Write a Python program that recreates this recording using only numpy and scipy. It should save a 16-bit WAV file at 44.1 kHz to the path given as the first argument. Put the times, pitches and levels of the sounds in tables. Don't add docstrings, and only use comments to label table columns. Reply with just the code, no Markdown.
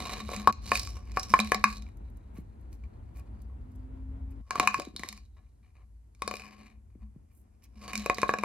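import sys
import numpy as np
from scipy import signal
from scipy.fft import rfft, irfft, next_fast_len
from scipy.io import wavfile
from scipy.ndimage import map_coordinates

SR = 44100
rng = np.random.default_rng(int(sys.argv[2]) if len(sys.argv) > 2 else 0)


def decibels_to_gain(level_db):
    exponent = np.asarray(level_db, float) / 20
    return 10 ** exponent


def master_out(mix):
    frames = np.transpose(np.atleast_2d(mix))
    ceiling = np.clip(frames, -1, 1)
    pcm = np.round(ceiling * 32767).astype(np.int16)
    wavfile.write(sys.argv[1], SR, pcm)


N = 372204

# [start_s, shell_db, body_above_shell_db, wall_above_shell_db,
# tick_above_shell_db, favoured_hz]
KNOCKS = [(0.2904, -34, 2, -13, -20, 2400), (0.3168, -41, 10, -12, -4.5, 2320),
          (0.3364, -40.5, 7, 0, 0, 2500), (0.4736, -10, -8, -18.5, -17.5, 1248),
          (0.496, -28, -7.5, -12, -23, 1203), (0.7175, -18, -3, 2.5, -13.5, 1570),
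          (0.8733, -40.5, -32, -11, -5, 2444), (1.1713, -18, -6.5, -4, -20, 1312),
          (1.3386, -7.5, -29, -8, -25, 1433), (1.3908, -21.5, -2.5, 4, -10.5, 2280),
          (1.4013, -21, -29, -6, -3, 3930), (1.519, -15.5, -3, 1, -13.5, 1851),
          (1.5455, -25, -6, -4, -2, 2162), (1.6408, -11, -32, -3, -14, 2255),
          (4.5077, -26, -12.5, 0, -10, 1327), (4.556, -25, -11.5, -10, -17, 1315),
          (4.5981, -13, -12, -4, -11, 2608), (4.6743, -13, -42, -8, -13.5, 2481),
          (4.7434, -19.5, -34, -12, -17, 2410), (4.798, -32.5, 2.5, -10.5, -4, 2540),
          (5.0348, -38.5, -34, 1, -3, 2110), (6.2207, -27, -6, -8.5, -9.5, 2273),
          (6.2772, -31.5, 2, -7.5, 2, 2440), (6.3118, -32.5, 0, -3.5, -6, 2130),
          (6.339, -39.5, 8, 1.5, -0.5, 2290), (7.933, -35.5, -10, 4.5, -4.5, 2293),
          (8.061, -26, 1, -12, -9.5, 2360), (8.098, -14, -4, -4.5, -21, 1504),
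          (8.1837, -32.5, 7.5, 3.5, -8.5, 2096), (8.231, -17, -3.5, -3.5, -23.5, 1535),
          (8.292, -21, 2, -1, -20.5, 1710), (8.338, -22, -2, -4.5, -16.5, 1685),
          (8.3864, -33.5, -3.5, -4, -10, 2500), (8.4354, -23, 0.5, -8, -15, 2434)]
# [start_s, wall_db, tick_above_wall_db, favoured_hz]
KIBBLE_TICKS = [(0.1338, -42.5, 3, 3960), (0.3633, -38, -1, 2260), (0.5259, -27.5, 4.5, 2260),
                (0.6644, -52.5, 6.5, 3800), (0.7548, -31, 3, 2410), (0.7737, -31.5, 2, 4480),
                (0.795, -44.5, 15, 4900), (1.118, -53, 2.5, 2110), (1.196, -45, 12.5, 5440),
                (1.2313, -48.5, 13.5, 5560), (1.3014, -45.5, 3, 5400), (1.4471, -38.5, -4, 2570),
                (1.4738, -41.5, -3.5, 2170), (1.7274, -47, 3.5, 2500), (1.8221, -54, 0.5, 3730),
                (1.8657, -59, -14, 2460), (1.8881, -57, -7, 2089), (2.729, -62.5, 0, 4630),
                (2.838, -62, -11, 2400), (4.82, -47, 1.5, 2420), (4.8514, -48.5, -2, 3900),
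                (4.9633, -45.5, 11.5, 4240), (4.9947, -40.5, -0.5, 2100), (5.0882, -40, 6.5, 2170),
                (5.127, -42, 1, 2090), (5.1762, -52, -2.5, 2200), (6.1492, -69.5, 7.5, 2440),
                (6.3554, -46.5, 0.5, 2400), (6.3684, -45.5, 5.5, 2240), (6.3971, -45.5, -5.5, 2300),
                (6.4198, -43, -9.5, 2410), (6.4374, -47.5, -12, 2360), (7.9545, -33.5, 3, 2380),
                (7.9772, -48.5, 15, 2300), (8.1454, -51.5, 15.5, 4870), (8.217, -31, -4, 4000)]
# [time_s, wall_db, shell_above_wall_db, fizz_above_wall_db, fizz_hz]
ROLL_PUSHES = [
    [(0.0, -39.5, 2.5, -3.5, 4050), (0.19, -44, 0, -7, 4070), (0.27, -58, -3.5, -0.5, 4110),
     (0.31, -45.5, 4.5, -3.5, 4000), (0.43, -50.5, 2, -2.5, 3930), (0.5, -50, 8, -10, 4690),
     (0.56, -74.5, 0.5, 2.5, 3980), (0.72, -42, -4, 2, 4600), (0.88, -55, -4, 8.5, 5160),
     (1.0, -60.5, 4.5, -5, 5630), (1.12, -57, -5.5, -11, 4540), (1.2, -47, -4, 2, 5360),
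     (1.27, -57.5, 2, 2, 5540), (1.35, -49.5, 1, 5.5, 5030), (1.56, -54.5, -10.5, -6, 3860),
     (1.62, -62, -8, -3, 4280), (1.72, -61, 2, 11.5, 4300), (1.95, -78, -3.5, -8.5, 3940)],
    [(4.44, -88.5, 11.5, -2, 5000), (4.53, -47.5, 4, -9, 5000), (4.63, -47, 9, -5, 3870),
     (4.76, -44.5, -4, -8.5, 5220), (4.81, -47, -6, -6, 3660), (4.94, -75, 5, -4.5, 4270),
     (4.975, -62, 2, 3, 4200), (5.05, -55, 3.5, 2, 4030), (5.14, -55.5, -2, -0.5, 4550),
     (5.3, -95, -9.5, 5.5, 3930)],
    [(6.12, -95, 4, -1, 4500), (6.26, -69.5, 12, 8, 4820), (6.36, -54.5, 2, -1, 5000),
     (6.48, -51.5, -5.5, -12.5, 4880), (6.71, -58.5, -8, -13.5, 4040), (6.8, -87.5, -5, -29, 4400)],
    [(7.7, -86, -2, -4, 5360), (7.81, -54.5, 1, -4, 4860), (7.87, -45, 3.5, -6, 4610),
     (8.0, -45.5, -8, -7, 4170), (8.12, -51.5, 1, -2.5, 3900), (8.25, -51.5, -2, -2.5, 4040),
     (8.44, -52.5, 6, -7, 3600)],
]
# [peak_s, fade_in_s, fade_out_s, shell_db, wall_db]
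NUDGES = [(2.37, 0.037, .07, -57.5, -54), (2.73, 0.016, 0.021, -75, -59.5),
          (2.84, 0.016, 0.051, -60.5, -62), (3.16, 0.036, .06, -57, -53), (3.195, .05, .04, -55, -56),
          (3.52, .12, .04, -62, -85.5), (4.32, 0.071, .035, -67.5, -61), (5.366, .004, 0.14, -60.5, -63.5),
          (5.46, .01, .04, -73.5, -69.5), (5.63, .006, 0.18, -71, -66.5), (5.76, 0.043, .05, -63, -61),
          (5.82, .08, 0.035, -59, -63), (6.902, .012, 0.041, -75.5, -75.5), (7.02, 0.05, .08, -66, -69),
          (7.304, .04, 0.24, -82, -76), (7.624, .012, .06, -65, -53.5)]
# [time_s, left_right_db]
PLACE = [(0, -0.5), (1.9, 2), (4.5, 0.5), (5.2, 2.5), (6.2, 5), (6.8, 6.5), (7.7, 1.1)]
# [pitch_hz, level_db, t60_s]
BOTTLE_MODES = [(478.1, -1, 0.017), (572, -17, 0.066), (737, -13.5, 0.12), (889, -2.5, 0.012),
                (1113, -14, 0.17), (1097.6, 1, 0.054), (1187, -18.5, 0.087), (1306, -14.5, .02),
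                (1700, -13, 0.0055), (1716, -8.5, 0.032), (1997, -1, 0.008), (2170, -30.5, 0.15),
                (2410, -1.5, 0.023), (2896, -9.5, 0.023), (3807, -14.5, 0.056), (3930, -10, 0.032),
                (4250, -14, 0.049), (4610, -9.5, 0.03), (5000, -14, 0.037), (5325, -7, 0.02),
                (5640, -9.5, 0.043), (6540, -3.5, 0.014), (7290, -15.5, 0.059)]
ZONES_HZ = [500, 1100, 2300, 3900]
# [freq_hz, level_db]
CRACK_SPECTRUM = [(1500, -120), (3300, -6), (4200, 8), (9000, 4), (13000, -5.5), (16000, -19),
                  (17000, -120)]
# [start_s, level_db]
JOLTS = [(0.22, -36), (0.368, -32), (0.478, -30), (0.64, -48), (1.3, -34), (1.391, -20), (1.548, -32),
         (1.645, -29), (1.765, -44), (4.6, -44), (4.685, -45), (4.95, -50), (5.1, -46.5), (6.24, -42),
         (6.29, -43), (6.46, -75), (7.02, -45), (7.76, -47.5), (7.935, -37), (7.972, -31), (8.186, -36.5),
         (8.3, -39), (8.384, -34)]
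# [time_s, hum_db, rumble_db]
AIR = [(0.0, -47.5, -57), (0.6, -42, -63), (1.7, -44.5, -61), (2.5, -46, -63), (2.9, -44, -62),
       (4.41, -41.5, -60.5), (4.43, -54.5, -84), (4.75, -55, -80), (5.4, -54, -75), (6.0, -56.5, -78.5),
       (6.6, -58, -74), (7.1, -52, -76), (7.5, -59, -74.5), (8.1, -51, -70), (8.44, -62, -82)]
# [freq_hz, level_db_per_hz]
HUM_SPECTRUM = [(15, -41), (25, -14), (41, -7.5), (59, 5.5), (70, -3.5), (103, -11), (129, -21), (140, -22),
                (180, -46.5), (310, -120)]
# [freq_hz, level_db]
RUMBLE_SPECTRUM = [(71, -25.5), (120, -3), (152, -11), (222, -4), (449, -16), (1010, -21), (1100, -28),
                   (1370, -26.5), (2390, -38.5), (4000, -46.5), (5200, -76), (8800, -120)]
# [freq_hz, level_db]
HISS_SPECTRUM = [(880, -37.5), (1500, -1), (3870, -10.5), (4400, -8), (8660, -2.5), (9390, -4),
                 (12600, -8.5), (13600, -40)]
# [time_s, pitch_hz, level_db]
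DRONE = [(3.58, 248.2, -64.5), (3.64, 252, -57), (4.02, 263.7, -48), (4.3, 269, -51), (4.41, 271.9, -54)]
# [start_s, length_s, level_db, lowest_hz]
RUSTLES = [(1.967, .012, -68, 6060), (2.096, .012, -72, 7020), (2.165, 0.013, -63, 6050),
           (2.326, .11, -69.5, 6500), (2.605, 0.015, -73, 6000), (2.692, .09, -71, 4340),
           (3.13, 0.1, -65.5, 4500), (3.414, 0.014, -62, 5000), (3.715, 0.014, -73, 5000),
           (3.748, 0.02, -69, 5000), (4.299, 0.033, -70.5, 7000), (7.289, 0.17, -72, 7940),
           (7.619, 0.05, -64, 3480)]
# [start_s, level_db, reference_hz]
PAWS = [(2.385, -31, 217), (4.577, -33, 222), (4.599, -25.5, 282), (4.773, -35.5, 150), (4.788, -29.5, 328),
        (4.871, -32, 298), (4.938, -42, 232), (4.953, -44, 348), (4.995, -36, 241), (5.044, -41, 334),
        (6.954, -42, 252), (7.161, -37.5, 178.2)]
# [freq_hz, correlation]
ALIKE = [(60, .98), (170, .92), (260, .8), (450, .3), (700, .55), (1100, .25), (2300, .55), (5000, .4),
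         (6500, .25), (8300, .85), (13000, .85)]
# [freq_hz, left_right_db]
FAR_TILT = [(60, 1.5), (700, 2.2), (2300, .8), (4500, -4.5), (8300, -2.5), (11000, -.5)]
# [freq_hz, left_right_rad]
FAR_LEAD = [(60, .2), (200, .2), (300, .8), (500, 2.6), (1600, 3.2), (2100, -.6), (5000, -1.6),
            (8300, -2.1), (11000, -1), (13800, 0)]
# [freq_hz, left_right_db]
NEAR_TILT = [(150, 2), (500, 3), (1500, 1.26), (6000, -7), (13000, 0.66)]
# [freq_hz, left_right_rad]
NEAR_LEAD = [(100, .1), (430, -.1), (1550, -.25), (2300, -.5), (4000, -.8), (5700, -2.2), (8300, -2.1),
             (10000, -1.4), (11700, -.6), (13800, -.1)]
# [freq_hz, t60_s]
WALLS = [(200, .3), (1000, 0.23), (4000, .25), (12000, 0.037)]
# [start_s, loss_db]
DIPS = [(0.51, 17.5), (1.372, 4.5), (8.135, 3.5)]

TICK_BODY_DB, TICK_SHELL_DB = -17, -9.5
NUDGE_FADE_DB, NUDGE_FIZZ_DB = 29.5, -14
BIGGEST_STEPS, CLUMP_DB = 4.5, 3.2
PAN_SCATTER_DB, STRENGTH_SCATTER_DB = 2, 2.5
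FAVOUR_DB, FAVOUR_WIDTH_LOG_HZ = 10.5, 0.09
CLUSTER_HZ, DULL_CYCLES = 400, 60
CRACK_T60_S = 0.008
NECK_HZ, BOOM_WAVER_DB = 209.1, 5
ROLL_BOOM_DB, FIZZ_DULLS, IDLE_BOOM_DB = -15, 0.56, -7.5
JOLT_ATTACK_S, JOLT_T60_S = 0.0082, 0.21
ROLL_RUMBLE_DB, RUMBLE_WAVER_DB, HISS_DB = -13.5, 1.2, -84
GRIT_DB = 5
WET_DB = -13.5
DIP_S, RETURN_S = 0.002, 0.078
TOP = 0.88


def unit(x):
    return x / np.sqrt(np.mean(x ** 2) + 1e-20)


def along(points, hz):
    f, v = np.transpose(points)
    return np.interp(np.log(hz + 1), np.log(f + 1), v)


def curves(rows, **ends):
    s, *cols = np.transpose(rows)
    return [np.interp(np.arange(N) / SR, s, c, **ends) for c in cols]


def wobble(knots_per_s):
    knots = rng.standard_normal(int(N * knots_per_s / SR) + 4)
    return map_coordinates(knots, [np.arange(N) * knots_per_s / SR])


def filtered(x, response):
    m = next_fast_len(N + SR // 2)
    return irfft(rfft(x, m) * response(np.fft.rfftfreq(m, 1 / SR)), m)[..., :N]


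def ports(pair, tilt, lead):
    def half(points, hz):
        return np.outer([0.5, -0.5], along(points, hz))

    return filtered(pair, lambda hz: decibels_to_gain(half(tilt, hz)) * np.exp(1j * half(lead, hz)))


def stir():
    roll_db, shell_db, fizz_db, fizz_hz = curves(np.vstack(ROLL_PUSHES))
    zones_db = np.array([roll_db + shell_db, roll_db, roll_db + fizz_db])
    t = np.arange(N) / SR
    for peak_s, rise_s, fall_s, shell_db, wall_db in NUDGES:
        fade_db = NUDGE_FADE_DB * np.maximum((peak_s - t) / rise_s, (t - peak_s) / fall_s)
        nudge_db = np.c_[[shell_db, wall_db, wall_db + NUDGE_FIZZ_DB]]
        zones_db = np.maximum(zones_db, nudge_db - fade_db)
    return *zones_db, fizz_hz


def contacts(count=6500):
    knock_s, shell, body, wall, tick, knock_hz = np.transpose(KNOCKS)
    knocks_db = shell + np.array([body + 2, 0 * shell - 1, wall + 1, tick + 1])
    tick_s, wall, tick, tick_hz = np.transpose(KIBBLE_TICKS)
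    ticks_db = wall + np.array([0 * wall + TICK_BODY_DB, 0 * wall + TICK_SHELL_DB, 0 * wall, tick])

    grain_at = np.sort(rng.integers(0, N, count))
    steps = np.minimum(rng.exponential(size=count), BIGGEST_STEPS)
    size_db = 3.4 * steps + CLUMP_DB * wobble(30)[grain_at]
    shell_db, wall_db, fizz_db, fizz_hz = (c[grain_at] for c in stir())
    grains_db = size_db + np.array([shell_db - 8.5, shell_db - 11.5, wall_db - 3.5, fizz_db - 11.5])

    listed_at = np.minimum(np.round(np.r_[knock_s, tick_s] * SR).astype(int), N - 1)
    at = np.r_[listed_at, grain_at]
    return at, np.c_[knocks_db, ticks_db, grains_db], np.r_[knock_hz, tick_hz, fizz_hz]


def train(at, size, pan_db):
    return np.array([np.bincount(at, size * decibels_to_gain(side * pan_db), N)[:N] for side in (0.5, -0.5)])


def ring(blows, hz, t60_s):
    r, w = decibels_to_gain(-60 / (t60_s * SR)), 2 * np.pi * hz / SR
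    return signal.lfilter([0, r * np.sin(w)], [1, -2 * r * np.cos(w), r * r], blows)


def bottle():
    at, zones_db, favoured_hz = contacts()
    light = np.arange(len(at)) >= len(KNOCKS) + len(KIBBLE_TICKS)
    pan_db = curves(PLACE)[0][at] + PAN_SCATTER_DB * rng.standard_normal(len(at))
    scatter = rng.standard_normal((len(at), len(BOTTLE_MODES)))
    pose = rng.integers(-1, 2, scatter.shape)
    sign = np.where(light, rng.choice([-1, 1], len(at)), 1)
    out = np.zeros((2, N))
    for k, (hz, mode_db, t60_s) in enumerate(BOTTLE_MODES):
        share = [np.interp(np.log(hz), np.log(ZONES_HZ), row) for row in np.eye(len(ZONES_HZ))]
        distance = np.log(hz / favoured_hz) / FAVOUR_WIDTH_LOG_HZ
        bright_db = FAVOUR_DB * np.exp(-distance ** 2)
        held_db = -6.5 * light * (hz * t60_s < DULL_CYCLES)
        level_db = share @ zones_db + mode_db + bright_db + held_db
        level_db = level_db + STRENGTH_SCATTER_DB * scatter[:, k]
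        phase = (-1) ** round(hz / CLUSTER_HZ)
        size = phase * sign * decibels_to_gain(level_db)
        for bend in (-1, 0, 1):
            blows = train(at, size * (pose[:, k] == bend), pan_db)
            out += ring(blows, hz * (1 + 0.024 * bend), t60_s)
    crack = train(at, decibels_to_gain(zones_db[-1] + 3.0 - 3.1 * light), pan_db)
    envelope = signal.lfilter([1], [1, -decibels_to_gain(-60 / (CRACK_T60_S * SR))], crack)
    burst = envelope * rng.standard_normal(N)
    return out + filtered(burst, lambda hz: decibels_to_gain(along(CRACK_SPECTRUM, hz)))


def neck():
    hz = NECK_HZ + 4 * wobble(14)
    roll_db, _, fizz_db, _ = curves(np.vstack(ROLL_PUSHES))
    rolling = decibels_to_gain(roll_db + ROLL_BOOM_DB - FIZZ_DULLS * fizz_db)
    idle = decibels_to_gain(curves(AIR)[1] + IDLE_BOOM_DB)
    size = (rolling + idle) * decibels_to_gain(BOOM_WAVER_DB * wobble(18))
    for start_s, db in JOLTS:
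        t = np.maximum(np.arange(N) / SR - start_s, 0)
        size = size + decibels_to_gain(db + 1.5 - 60 * t / JOLT_T60_S) * (1 - np.exp(-t / JOLT_ATTACK_S))
    return size * np.sin(2 * np.pi * np.cumsum(hz) / SR)


def rush(spectrum):
    def response(hz):
        turn = np.arccos(np.clip(along(ALIKE, hz), 0, 1)) / 2
        return decibels_to_gain(along(spectrum, hz)) * np.array([np.cos(turn), np.sin(turn)])

    mid, side = filtered(rng.standard_normal((2, N)), response)
    return unit(ports(np.array([mid + side, mid - side]), FAR_TILT, FAR_LEAD))


def background():
    hum_db, room_db = curves(AIR)
    hum = decibels_to_gain(hum_db + 1.5) * rush(HUM_SPECTRUM)
    rumble_size = decibels_to_gain(room_db + 5.0) + decibels_to_gain(curves(np.vstack(ROLL_PUSHES))[0] + ROLL_RUMBLE_DB)
    rumble = rumble_size * decibels_to_gain(RUMBLE_WAVER_DB * wobble(15)) * rush(RUMBLE_SPECTRUM)
    drone_hz = curves(DRONE)[0]
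    drone_db = curves(DRONE, left=-120, right=-120)[1] + 1.5 * wobble(5.9)
    drone = decibels_to_gain(drone_db) * np.sin(2 * np.pi * np.cumsum(drone_hz) / SR)
    return hum + rumble + drone + decibels_to_gain(HISS_DB) * rush(HISS_SPECTRUM)


def rustle():
    out = np.zeros(N)
    grit = decibels_to_gain(GRIT_DB * wobble(330))
    for start_s, length_s, db, low_hz in RUSTLES:
        start, n = round(start_s * SR), round(length_s * SR)
        band = signal.butter(2, [low_hz, 13500], "band", fs=SR, output="sos")
        puff = unit(signal.sosfilt(band, rng.standard_normal(n)) * grit[start:][:n])
        out[start:][:n] += decibels_to_gain(db) * np.hanning(n) * puff
    return out


def paws():
    out, t = np.zeros(N), np.arange(SR // 10) / SR
    for start_s, db, hz in PAWS:
        cycles = np.cumsum(hz * (0.49 + np.exp(-t / 0.0061))) / SR
        envelope = decibels_to_gain(db + 7.0 - 60 * t / 0.036) * (1 - np.exp(-t / 0.0038))
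        out[round(start_s * SR):][:len(t)] += envelope * np.sin(2 * np.pi * cycles)
    return out


def walls(x):
    hz, t, z = signal.stft(rng.standard_normal((2, SR // 2)), SR, nperseg=256)
    decay = decibels_to_gain(-60 * t / along(WALLS, hz)[:, None])
    tail = signal.istft(z * decay, SR, nperseg=256)[1]
    late = np.pad(x, (260, 0))[None]
    return signal.fftconvolve(late, tail / np.linalg.norm(tail[0]), axes=1)[:, :N]


def dip():
    start_s, loss_db = np.transpose(DIPS)
    t = np.maximum(np.arange(N) / SR - np.c_[start_s], 0)
    return decibels_to_gain(-loss_db @ ((1 - np.exp(-t / DIP_S)) * np.exp(-(t / RETURN_S) ** 2)))


def scene():
    near = bottle() + neck() + rustle() + paws()
    direct = ports(near, NEAR_TILT, NEAR_LEAD)
    echo = decibels_to_gain(WET_DB) * walls(near.mean(axis=0))
    return dip() * (direct + echo) + background()


def band_limit(x):
    return signal.sosfilt(signal.butter(12, 16330, fs=SR, output="sos"), x)


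def record(dry):
    low_cut = signal.butter(6, 40, "high", fs=SR, output="sos")
    heard = signal.sosfilt(low_cut, dry)
    mix = heard / (1 + np.abs(heard / TOP) ** 6) ** (1 / 6)
    return band_limit(mix)


dry = scene()
out = record(dry)
master_out(out)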